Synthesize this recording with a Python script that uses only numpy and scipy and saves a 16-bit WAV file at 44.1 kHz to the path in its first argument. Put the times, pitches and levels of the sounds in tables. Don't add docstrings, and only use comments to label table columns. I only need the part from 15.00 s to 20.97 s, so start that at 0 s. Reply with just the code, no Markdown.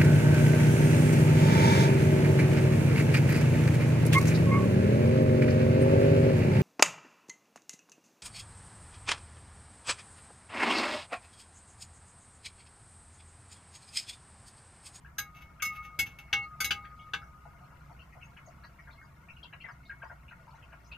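import sys
import numpy as np
from scipy import signal
from scipy.fft import rfft, irfft
from scipy.io import wavfile
from scipy.ndimage import uniform_filter1d

SR = 44100
rng = np.random.default_rng(int(sys.argv[2]) if len(sys.argv) > 2 else 0)


def waveform_to_disk(signal):
    frames = np.transpose(np.atleast_2d(signal))
    scaled = np.clip(frames, -1, 1) * 32767
    samples = np.round(scaled).astype(np.int16)
    wavfile.write(sys.argv[1], SR, samples)


N = 263277
TIME = np.arange(N) / SR

# first_hz, first_db, second_hz, second_db
KNOCKS = [(.182, -34, -54.5, -37, -36, 1700, 0.0025, 0.1, 1642, -28.5, 3905, -39),
          (.621, -36, -35, -33, -36, 2100, .0023, 0.32, 2193, -30.5, 2665, -39),
          (.649, -47.5, -43.5, -30, -41, 2400, 0.0054, .18, 2208, -69, 2665, -38),
          (.989, -26, -62, -25.5, -33, 3500, 0.0053, 0.047, 2208, -31.5, 2665, -26.5),
          (1.328, -23, -45, -33, -51, 2700, .0012, 0.12, 2193, -23.5, 2760, -29),
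          (1.603, -31.5, -46, -28.5, -32.5, 1520, 0.0028, 0.048, 1530, -28.5, 3402, -34),
          (1.644, -32, -51, -30.5, -34.5, 3400, 0.0003, 0.051, 3905, -34.5, 3402, -35),
          (1.7064, -22, -44.5, -38.5, -47, 3100, 0.0012, 0.23, 2990, -24, 2665, -28),
          (2.135, -26.5, -52, -41, -60, 1500, 0.00083, 0.19, 1530, -29, 2665, -33.5)]
# pitch_hz, level_db, t60_s
RIM_MODES = [(2025, -15, .3), (2193, -2.5, .44), (2208, -7, .22), (2760, -14, .28)]
# pitch_hz, level_db, t60_s
HUM_MODES = [(1230, -4, 1.8), (1243.5, 0, 2.5)]
# pitch_hz, level_db, t60_s
WALL_MODES = [(463, -16.5, .38), (813, -9, .4), (1530, -4, .11), (1642, -3, .14), (2665, -3, .14),
              (2930, -2, .12), (2990, -4, .11), (3402, -1, .125), (3905, -12, .16), (4270, -10, .11),
              (4858, -9, .11)]
# pitch_hz, level_db, t60_s
ROD_MODES = [(5230, -3, .15), (6130, -1, .13), (6232, 1, .13), (6420, -5, .11), (9010, -4, .15),
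             (11950, -2, .12), (13200, -4, .11)]
# pitch_hz, level_db
WALL_COLOUR = [(200, 3), (650, -11), (1000, -5.5), (1500, 8), (1850, -3), (2900, 1), (4600, -5), (5700, -6),
               (6400, -5.5), (8000, -16), (15000, -38)]
# pitch_hz, level_db
ROD_COLOUR = [(2000, 0), (4300, -7.5), (5200, 5.5), (5700, -16), (6300, 8), (7200, -11.5), (8400, -8.5),
              (10400, -8), (11800, 2.5), (14300, -5), (15500, -48)]
BEAKER_PAN = np.array([[1.17], [.85]])
# start_s, length_s, level_db
SLIDES = [(0.322, 0.12, -54.5), (0.683, 0.2, -51), (1.027, 0.11, -48.5), (1.18, 0.036, -47)]
# pitch_hz, level_db
SLIDE_MODES = [(2665, 6.5), (2760, -7)]
# start_s, pitch_hz, level_db
RIM_BRUSHES = [(1.99, 2210, -48), (2.21, 1243, -48), (2.62, 1243, -47), (3.975, 2173, -43),
               (4.83, 2160, -54)]
# start_s, level_db, pitch_hz, gulp_db, spray_db
BIG_BUBBLES = [(.047, -39, 1580, -87, -72), (0.596, -39.5, 1580, -83, -54.5), (1.844, -39, 1585, -89, -67),
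               (2.453, -39.5, 840, -62, -87), (3.152, -43, 774, -61, -71), (3.365, -42, 1617, -68, -58),
               (3.634, -42.5, 1650, -56, -72), (3.873, -39, 1615, -61, -90), (4.429, -37, 3222, -61, -54.5),
               (4.526, -39.5, 1660, -56, -55), (4.641, -32.5, 2016, -59, -63.5),
               (4.685, -35, 1627, -56, -69), (4.895, -30, 1600, -82, -62), (5.019, -32.5, 1585, -48, -63),
               (5.097, -35.5, 1550, -52.5, -87), (5.311, -38, 1538, -60.5, -63),
               (5.721, -41.5, 1604, -57, -65), (5.915, -36, 2550, -61, -53.5)]
# start_s, pitch_hz, level_db
WAVE_CRESTS = [(1.42, 4240, -58), (1.836, 3720, -60.5), (1.986, 3275, -60.5), (2.212, 1434, -50.5),
               (2.61, 820, -59), (2.893, 800, -56), (2.985, 2900, -60), (3.115, 2133, -61),
               (3.203, 2750, -56), (3.458, 6280, -59), (3.468, 660, -56), (3.63, 4390, -56),
               (3.785, 1950, -56.5), (3.906, 3950, -59), (4.008, 1650, -55), (4.281, 2420, -53.5),
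               (4.362, 2800, -62), (4.599, 2704, -53.5), (4.672, 1160, -50), (4.848, 3940, -58),
               (5.036, 992, -52), (5.276, 2766, -60.5), (5.46, 897, -55.5), (5.525, 850, -57),
               (5.614, 2805, -62.5), (5.84, 5530, -57.5)]
# pitch_hz, level_db
OPENING_COLOUR = [(800, -1.5), (2300, -1), (2850, 2.5), (3600, -9.5), (4400, -6), (5600, -18), (6500, -4.5),
                  (7600, -24)]
# pitch_hz, level_db
LAP_COLOUR = [(520, -5.5), (830, 2), (1000, 3.5), (1300, 13.5), (1850, 3.5), (2150, 10), (2500, -40),
              (4000, -12.5)]
# pitch_hz, level_db
FIZZ_COLOUR = [(2700, 17), (3400, 10.5), (6500, 10.5), (11000, -6)]
# pitch_hz, level_db
BENCH_COLOUR = [(25, -35), (70, 9.5), (170, 0.5), (330, -7.5), (2000, -37)]
# pitch_hz, level_db
ROOM_COLOUR = [(38, -11), (62, 5.5), (100, -7.5), (140, 1), (200, -12), (300, -19), (520, -29.5),
               (1200, -28), (3000, -52.5), (6000, -44.5)]
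# pitch_hz, level_db
ROOM_WIDTH = [(60, -24), (300, -9.5), (2000, 10.5), (8000, -1.5)]


def knocks(choke_t60=.13, bounce_s=.009, bounce_db=-8):
    out, t = np.zeros((2, N)), TIME[:2 * SR]
    next_starts = [row[0] for row in KNOCKS[1:]] + [N / SR]
    for row, next_s in zip(KNOCKS, next_starts):
        start_s, wall_db, hum_db, rim_db, rod_db, favoured_hz, chatter_s, free_ring_s = row[:8]
        clink = glass(t, wall_db, rim_db, rod_db, favoured_hz, chosen=[row[8:10], row[10:]])
        clink *= fade(np.maximum(t - free_ring_s, 0), choke_t60)
        hum = BEAKER_PAN * gain(hum_db + 2 * wander(16)[:len(t)]) * ring(HUM_MODES, t, scatter_db=0)
        hum *= fade(np.maximum(start_s + t - next_s, 0), choke_t60)
        add(out, start_s, (clink + hum) * (1 - np.exp(-t / chatter_s)))
        bounce = glass(t, wall_db, min(rim_db, wall_db), rod_db, favoured_hz, chosen=[])
        add(out, start_s + bounce_s, gain(bounce_db) * bounce * fade(t, choke_t60))
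    return out


def glass(t, wall_db, rim_db, rod_db, favoured_hz, chosen):
    own_db = {min(WALL_MODES + RIM_MODES, key=lambda mode: abs(mode[0] - hz)): db for hz, db in chosen}
    wall_modes = [mode for mode in WALL_MODES if mode not in own_db]
    rim_modes = [mode for mode in RIM_MODES if mode not in own_db]
    chosen_modes = [(hz, db, t60) for (hz, _, t60), db in own_db.items()]
    wall = gain(-8) * ring(wall_modes, t, favoured_hz, focus_db=2, scatter_db=3, spread=.4)
    wall += gain(-1) * weak_modes(WALL_COLOUR, t, t60=.11, spread=.6, uneven_db=10.5, count=150,
                                  favoured_hz=favoured_hz, focus_db=6.5)
    rod = gain(-5.5) * ring(ROD_MODES, t, scatter_db=3, spread=.99)
    rod += gain(3.5) * weak_modes(ROD_COLOUR, t, t60=.115, spread=.9, uneven_db=11, count=110)
    swayed = sway(t)
    rim = gain(rim_db) * ring(rim_modes, swayed, favoured_hz, focus_db=1, spread=.4)
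    rim *= gain(2 * wander(16)[:len(t)])
    chosen_ring = ring(chosen_modes, swayed, scatter_db=1, spread=.4)
    return BEAKER_PAN * (gain(wall_db) * wall + rim + chosen_ring) + gain(rod_db) * rod


def ring(modes, t, favoured_hz=2000, focus_db=0, scatter_db=2, spread=.26):
    out = np.zeros((2, len(t)))
    for hz, db, t60 in modes:
        age = t[:int(t60 * SR) + 1]
        level_db = db + scatter_db * rng.standard_normal() - focus_db * abs(np.log2(hz / favoured_hz))
        phase = rng.uniform(0, 2 * np.pi) + spread * rng.standard_normal((2, 1))
        out[:, :len(age)] += gain(level_db) * fade(age, t60) * np.sin(2 * np.pi * hz * age + phase)
    return out


def weak_modes(outline, t, t60, spread, uneven_db, count, favoured_hz=2000, focus_db=0):
    outline_hz, outline_db = np.transpose(outline)
    hz = outline_hz[0] + np.ptp(outline_hz) * ((np.arange(count) + rng.random(count)) / count) ** 2
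    size, life = rng.uniform(-.26, 1, (2, count))
    db = np.interp(np.log(hz), np.log(outline_hz), outline_db) + uneven_db * size
    db += 10 * np.log10(np.gradient(hz))
    db -= 10 * np.log10(np.sum(gain(db) ** 2) / 2)
    modes = zip(hz, db, t60 * np.exp(.083 * life))
    return ring(modes, t, favoured_hz, focus_db, scatter_db=4, spread=spread)


def sway(t):
    return np.cumsum(1 + .0025 * wander(16)[:len(t)]) / SR


def slides(slips_per_s=220, uneven_db=6, grip_db=3.5):
    slips = np.zeros(N)
    for start_s, length_s, db in SLIDES:
        slipping = rng.random(N) < slips_per_s / SR
        ticks = slipping * gain(uneven_db * rng.standard_normal(N) + grip_db * wander(50))
        size = int(length_s * SR)
        add(slips, start_s, gain(db) * unit(ticks[:size] + 1e-9) * signal.windows.tukey(size))
    body = glass(TIME[:SR // 2], wall_db=4.5, rim_db=5, rod_db=-11, favoured_hz=2300, chosen=SLIDE_MODES)
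    body /= np.sqrt(np.sum(body ** 2) / 2)
    return signal.fftconvolve(slips[None], body, axes=1)[:, :N]


def brushes(t60=.27, rise_s=.012):
    out, t = np.zeros((2, N)), TIME[:SR // 2]
    swell = 1 - np.exp(-t / rise_s)
    for start_s, hz, db in RIM_BRUSHES:
        add(out, start_s, BEAKER_PAN * swell * ring([(hz, db, t60)], sway(t)))
    return out


def plops(t60=.085, gurgle_db=-19, gulp_hz=950, spray_ratio=1.55):
    large, small = np.zeros((2, N))
    strongest_db = max(row[1] for row in BIG_BUBBLES)
    for start_s, db, hz, gulp_db, spray_db in BIG_BUBBLES:
        life = np.sqrt(gain(db - strongest_db))
        add(large, start_s, gain(db) * bubble(hz, t60 * life, glide=.016, rise_s=.0035))
        gurgle = gain(db + gurgle_db) * cluster(hz, octaves=.2, lag_s=.012, t60=.035, count=12)
        gulp = gain(gulp_db) * cluster(gulp_hz, octaves=.36, lag_s=.01, t60=.018, count=14)
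        spray = gain(spray_db) * cluster(spray_ratio * hz, octaves=.202, lag_s=.006, t60=.032, count=14)
        add(small, start_s, gurgle / np.sqrt(life) + gulp + spray)
    return large + colour(small, OPENING_COLOUR)


def splashes(spray_hz=5300, spray_db=-10):
    out = np.zeros(N)
    for start_s, hz, db in WAVE_CRESTS:
        bubbles = cluster(hz, octaves=.14, lag_s=.011, t60=.055, count=10)
        droplets = cluster(spray_hz, octaves=.22, lag_s=.02, t60=.05, count=4)
        add(out, start_s, gain(db) * (bubbles + gain(spray_db) * droplets))
    return colour(out, OPENING_COLOUR)


def swirl(lap_db=-64, fizz_db=-76.5):
    lap = froth(per_s=700, low_hz=479.2, high_hz=2485, cycles=73, uneven_db=8)
    fizz = froth(per_s=1200, low_hz=2223, high_hz=11050, cycles=69, uneven_db=2)
    lap = gain(lap_db) * unit(colour(lap, LAP_COLOUR))
    fizz = gain(fizz_db) * unit(colour(fizz, FIZZ_COLOUR))
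    return gain(1.28 * wander(5)) * (lap + fizz)


def bubble(hz, t60, glide, rise_s):
    t = TIME[:int(t60 * SR) + 2]
    loudness = (1 - np.exp(-t / rise_s)) * fade(t, t60)
    return loudness * np.sin(2 * np.pi * hz * t * (1 + glide * t / t60))


def cluster(hz, octaves, lag_s, t60, count):
    out = np.zeros(N // 20)
    for pitch, size, *wait in rng.standard_normal((count, 4)):
        bubble_hz = min(hz * 2 ** (octaves * pitch), SR / 3)
        start_s = min(lag_s * np.hypot(*wait), .1)
        add(out, start_s, gain(2 * size) * bubble(bubble_hz, t60, glide=.01, rise_s=.001))
    return out / np.sqrt(np.sum(out ** 2) / (.03 * SR))


def froth(per_s, low_hz, high_hz, cycles, uneven_db):
    out = np.zeros(N)
    for when, pitch, size, life in rng.random((int(per_s * N / SR), 4)):
        hz = low_hz * (high_hz / low_hz) ** pitch
        ping = bubble(hz, cycles * (.5 + life) / hz, glide=.042, rise_s=.000088)
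        add(out, when * N / SR, gain(uneven_db * size ** 3) * ping)
    return out


def with_glass_ring(liquid, ring_db=-11):
    t = TIME[:SR // 2]
    body = 2 * ring(RIM_MODES, t) + ring(WALL_MODES, t)
    ringing = signal.fftconvolve(liquid[None], body, axes=1)[:, :N]
    return liquid + gain(ring_db) * np.std(liquid) * unit(ringing)


def bench_thumps(thump_db=-19, t60=.51, width=.094):
    out, t = np.zeros((2, N)), TIME[:SR // 2]
    for start_s, wall_db, _, rim_db, *_ in KNOCKS:
        mid, side = rng.standard_normal((2, len(t)))
        boom = unit(colour(stereo(mid, width * side), BENCH_COLOUR))
        add(out, start_s, gain((wall_db + rim_db) / 2 + thump_db) * boom * fade(t, t60))
    return out


def with_echo(x, echo_db, t60, gap_s=.002):
    t = TIME[:SR // 2]
    echo = rng.standard_normal((2, len(t))) * fade(t, t60) * (t > gap_s)
    echo *= gain(echo_db) / np.sqrt(np.sum(echo ** 2) / 2)
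    return x + signal.fftconvolve(x, echo, axes=1)[:, :N]


def room_rumble(level_db=-55):
    mid, side = colour(rng.standard_normal((2, N)), ROOM_COLOUR)
    side = colour(side, ROOM_WIDTH)
    return gain(level_db + .5 * wander(.73)) * stereo(mid, side) / np.std(mid)


def gain(db):
    return 10 ** (np.asarray(db) / 20)


def unit(x):
    return x / np.sqrt(np.mean(x ** 2))


def fade(t, t60):
    return np.exp(-np.log(1000) * t / t60)


def colour(x, outline):
    hz, db = np.transpose(outline)
    all_hz = np.maximum(np.fft.rfftfreq(x.shape[-1], 1 / SR), 1)
    return irfft(rfft(x) * gain(np.interp(np.log(all_hz), np.log(hz), db)), x.shape[-1])


def add(out, start_s, x):
    i = int(start_s * SR)
    out[..., i:i + x.shape[-1]] += x[..., :max(N - i, 0)]


def wander(rate_hz):
    step = int(SR / rate_hz)
    return uniform_filter1d(np.repeat(rng.standard_normal(N // step + 1), step), step)[:N]


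def stereo(mid, side):
    return np.array([mid + side, mid - side])


def scene():
    beaker = with_echo(knocks() + slides() + brushes(), echo_db=-11, t60=.04)
    liquid = with_glass_ring(plops() + splashes() + swirl()) * gain([[1.66], [-1.66]])
    liquid = with_echo(liquid, echo_db=-2.5, t60=.12)
    return beaker + liquid + bench_thumps() + room_rumble()


def record(dry, top_hz=15200):
    return signal.sosfilt(signal.ellip(8, .2, 70, top_hz, fs=SR, output="sos"), dry)


dry = scene()
out = record(dry)
waveform_to_disk(out)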